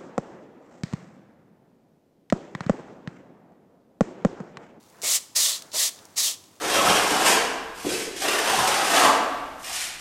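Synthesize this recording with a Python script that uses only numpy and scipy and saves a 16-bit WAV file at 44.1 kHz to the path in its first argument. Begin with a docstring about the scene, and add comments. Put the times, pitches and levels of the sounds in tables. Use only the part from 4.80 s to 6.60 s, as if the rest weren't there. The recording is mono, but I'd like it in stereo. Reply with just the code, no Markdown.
"""Four gritty scrubs of a stiff hand brush on fresh mortar: two swell outward, two bite and fade coming back.
Thousands of bristle tips flick over the sand; the tuft pats the brick wall as it lands, and its ring
mostly sinks as it bends. Loose grit ticks and trickles between strokes, and a sleeve rustles softly.
Around it all is a quiet masonry room, heard almost in mono."""
import sys
import numpy as np
from scipy import signal
from scipy.fft import rfft, irfft, next_fast_len
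from scipy.io import wavfile
from scipy.ndimage import map_coordinates

SR = 44100
rng = np.random.default_rng(int(sys.argv[2]) if len(sys.argv) > 2 else 0)


def to_wav(s):
    """Save 16-bit WAV."""
    ch = np.atleast_2d(s).T  # columns
    pcm = np.round(np.clip(ch, -1, 1) * 32767)  # PCM
    wavfile.write(sys.argv[1], SR, pcm.astype(np.int16))


N = 79380


def amp(db):
    """Decibels to gain."""
    return 10 ** (np.asarray(db) / 20)


def unit(x):
    """Scale to rms 1."""
    return x / np.sqrt(np.mean(x ** 2) + 1e-20)


def along(points, hz):
    """Read (Hz, value) points on a log frequency axis."""
    f, v = np.transpose(points)
    return np.interp(np.log(hz + 1), np.log(f + 1), v)


def clock():
    """The time of each sample in seconds."""
    return np.arange(N) / SR


def wobble(rate):
    """A smooth random curve, rate knots a second."""
    return map_coordinates(rng.standard_normal(1024), [clock() * rate], mode="wrap")


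def swell(start, length):
    """A half-sine rise and fall."""
    return np.sin(np.pi * np.clip((clock() - start) / length, 0, 1))


def filtered(x, response):
    """Filter x with a gain given as a function of Hz."""
    size = next_fast_len(N + SR // 2)
    return irfft(rfft(x, size) * response(np.fft.rfftfreq(size, 1 / SR)), size)[..., :N]


def equalised(x, curve):
    """Colour x with a curve of (Hz, dB) points."""
    return filtered(x, lambda hz: amp(along(curve, hz)))


def bell(hz, centre_hz, width_oct):
    """A resonance hump of height 1."""
    return 1 / (1 + (np.log2((hz + 1) / centre_hz) / width_oct) ** 2)


def band(centre_hz, width_oct):
    """Noise of rms 1 in one resonance."""
    return unit(filtered(rng.standard_normal(N), lambda hz: bell(hz, centre_hz, width_oct)))


def room_tone():
    """A low bed of room noise, nearly the same on both sides."""
    # The room's noise colour. 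Each row: frequency in Hz, relative level in dB.
    colour = [(20, -30), (45, -36), (70, -16), (92, 0), (115, -5), (190, -3.5), (300, -1.5), (450, -6),
              (650, -7.5), (1000, -7.5), (1600, -17), (4000, -19.5), (15000, -26)]
    # Its stereo width. Each row: frequency in Hz, side level against the centre in dB.
    width = [(20, -16), (60, -24), (250, -27.5), (1000, -26.5), (4000, -25.5), (15000, -17)]
    mid, side = amp(-57.5) * unit(equalised(rng.standard_normal((2, N)), colour))
    side = equalised(side, width)
    return mid + np.array([side, -side])


def masonry_reverb(x):
    """The masonry answers with a short tail, treble dying first."""
    # The room's decay. Each row: frequency in Hz, seconds to fall 60 dB.
    decay = [(200, 0.71), (2000, 0.44), (6000, 0.38), (15000, 0.3)]
    hz, t, spectrum = signal.stft(rng.standard_normal(SR // 2), SR, nperseg=256)
    fade = amp(-60 * t / along(decay, hz)[:, None])
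    tail = signal.istft(spectrum * fade, SR, nperseg=256)[1]
    return signal.fftconvolve(x, tail / np.linalg.norm(tail))[:N]


def arm():
    """The sleeve rustles as the arm swings, and the arm's weight thuds dully on the wall."""
    # The cloth's soft colour. Each row: frequency in Hz, relative level in dB.
    sleeve = [(60, -15), (150, -3), (300, -1), (600, -0.5), (1700, -5.5), (5000, -39), (15000, -39)]
    # Swings of the arm. Each row: start in seconds, length in seconds, level in dB.
    swings = [(0.1, 0.28, -52.5), (0.735, 0.21, -53), (1.057, 0.33, -56.5)]
    # Pushes on the wall. Each row: start in seconds, length in seconds, level in dB.
    thuds = [(0.298, 0.035, -69), (0.542, 0.074, -63), (1.035, 0.066, -72)]
    cloth = unit(equalised(rng.standard_normal(N), sleeve))
    motion = sum(amp(db) * swell(start, length) for start, length, db in swings)
    weight = sum(amp(db) * swell(start, length) for start, length, db in thuds)
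    return cloth * motion + band(centre_hz=55, width_oct=0.71) * weight


def flicks(per_s, spread_db):
    """Tiny random impacts on sand, scattered in size, at an overall rms of 1."""
    # The bright colour of scraped sand. Each row: frequency in Hz, relative level in dB.
    scrape = [(100, -40), (250, -34.5), (350, -28.5), (540, -11.5), (850, -16.5), (1150, -10.5),
              (1580, -18.5), (1880, -7.5), (2500, -9.5), (3400, -4), (4800, -1), (6100, 0), (7400, -0.27),
              (9000, -4.5), (11400, -8.5), (15800, -16)]
    chance = np.clip(per_s / SR, 1e-3, 1)
    hits = (rng.random(N) < chance) * rng.choice([-1, 1], N)
    sizes = amp(spread_db * rng.standard_normal(N))
    return unit(equalised(hits * sizes / np.sqrt(chance), scrape))  # equally loud at any density


def trickle(brush):
    """Sand loosened by the brush sifts down the wall and thins out to faint dust and stray grains."""
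    shed_db, dust_db, t60_s = -29, -66, 0.65
    carry = np.exp(-2 * np.log(1000) / (t60_s * SR))
    loosened = np.sqrt(np.abs(signal.lfilter([1 - carry], [1, -carry], brush ** 2)))  # lingering rms
    sand = (amp(shed_db) * loosened + amp(dust_db)) * flicks(per_s=4600, spread_db=4)
    stray_grains = amp(-69) * flicks(per_s=220, spread_db=4.5)
    return sand + stray_grains


def grit_ticks():
    """Grit and single bristles snap with a dry tick."""
    # The snaps. Each row: start in seconds, level in dB, pitch in Hz, seconds to fall 60 dB.
    snaps = [(0.1, -48, 7000, .012), (0.218, -24.5, 6000, 0.0064), (0.2228, -26, 6500, 0.01),
             (0.8216, -31.5, 5150, 0.02), (0.917, -37.5, 4100, 0.02), (0.922, -42, 5000, 0.028),
             (1.189, -45, 3800, 0.023), (1.253, -41, 6360, 0.019), (1.639, -42.5, 4700, .02)]
    rise_s = 0.00032
    out = np.zeros(N)
    for start, db, hz, t60 in snaps:
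        t = clock() - start
        envelope = np.clip(t / rise_s, 0, 1) * amp(db - 60 * np.abs(t) / t60)
        out += envelope * band(hz, width_oct=0.65)
    return out


def tuft_pats():
    """The tuft meets the wall with a soft, hollow pat."""
    # The landings. Each row: start in seconds, level in dB, pitch in Hz, attack in seconds,
    # seconds to fall 60 dB.
    landings = [(.229, -39, 510, 0.0059, 0.27), (.555, -52, 660, 0.007, 0.075),
                (.928, -36, 615, 0.024, .14)]
    out = np.zeros(N)
    for start, db, hz, attack, t60 in landings:
        t = clock() - start
        envelope = np.clip(t / attack, 0, 1) * amp(db - 60 * np.maximum(t - attack, 0) / t60)
        out += envelope * band(hz, width_oct=0.7)
    return out


def bristle_rasps():
    """On coarse patches the bristles briefly chatter together."""
    # The coarse patches. Each row: start in seconds, length in seconds, level in dB, pitch in Hz.
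    patches = [(0.224, 0.087, -37, 2240), (0.562, 0.012, -23, 6250), (0.635, .045, -31, 3380),
               (0.718, .045, -34, 4170), (0.983, 0.072, -40.5, 1870), (1.454, 0.046, -33.5, 3240)]
    return sum(amp(db) * swell(start, length) * band(hz, width_oct=0.12)
               for start, length, db, hz in patches)


def scrub():
    """Bristles flick over sand, denser, louder and brighter with effort; the bending tuft's ring glides."""
    # The brush strokes. Each row: start, attack, hold and release in seconds, base level in dB,
    # swell over the hold in dB, mid-stroke arch in dB, base treble tilt in dB per octave,
    # tuft pitch in Hz, its bend in octaves per second, ring strength in dB.
    strokes = [(0.213, 0.027, 0.12, 0.035, -24.5, 8, 2.5, 0.4, 7400, 1, 1.5),
               (0.548, 0.016, 0.099, 0.16, -20.5, -1.2, -0.5, 0.84, 5070, -4.5, 4),
               (0.92, .030, 0.13, 0.027, -26, 2.5, 5, 0.26, 4260, -2, 2),
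               (1.355, 0.025, 0.095, 0.097, -22.5, -0.5, 1, 0.86, 5520, -6.5, 4)]
    flicks_per_s = 30000  # at an effort of 1
    brighten = 0.15  # dB per octave of tilt for each dB of effort
    ring_width_oct, hollow_ratio, hollow_depth = 0.15, 0.65, 0.85  # the hollow is a dip below the ring
    judder_db = 0.63  # unevenness of the mortar joint
    out = np.zeros(N)
    for start, attack, hold, release, db, swell_db, arch_db, base_tilt, tuft_hz, bend, ring_db in strokes:
        t = clock() - start
        progress = np.clip((t - attack) / hold, 0, 1)
        press = np.clip(t / attack, 0, 1) ** 1.65
        lift = np.clip(1 - (t - attack - hold) / release, 0, 1) ** 1.56
        effort = press * lift * amp(swell_db * (progress - 0.5) + arch_db * np.sin(np.pi * progress))
        tips = flicks(flicks_per_s * np.sqrt(effort), spread_db=4)

        hz, frame_s, spectrum = signal.stft(tips, SR, nperseg=256)
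        hz = hz[:, None]
        effort_db = 20 * np.log10(np.interp(frame_s, clock(), effort) + 0.062)
        treble_oct = np.log2(np.maximum(hz, 2000) / 6000)  # pivots at 6 kHz, flat below 2 kHz
        treble_db = (base_tilt + brighten * effort_db) * treble_oct
        ring_hz = tuft_hz * 2 ** (bend * np.clip(frame_s - start, 0, attack + hold))
        ring = bell(hz, ring_hz, ring_width_oct)
        hollow = hollow_depth * bell(hz, hollow_ratio * ring_hz, ring_width_oct)
        colour_db = treble_db + ring_db * (ring - hollow - 0.2)
        bristles = signal.istft(spectrum * amp(colour_db), SR, nperseg=256)[1][:N]
        out += amp(db + judder_db * wobble(rate=90.53)) * effort * bristles
    return out


def scene():
    """Brush, grit and their short reverb in the centre, over the room tone."""
    brush = scrub() + bristle_rasps()
    direct = brush + tuft_pats() + grit_ticks() + trickle(brush) + arm()
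    return direct + amp(-15.5) * masonry_reverb(direct) + room_tone()


def record(dry):
    """A steep high cut takes off the topmost air."""
    return filtered(dry, lambda hz: hz < 15820)


dry = scene()
out = record(dry)
to_wav(out)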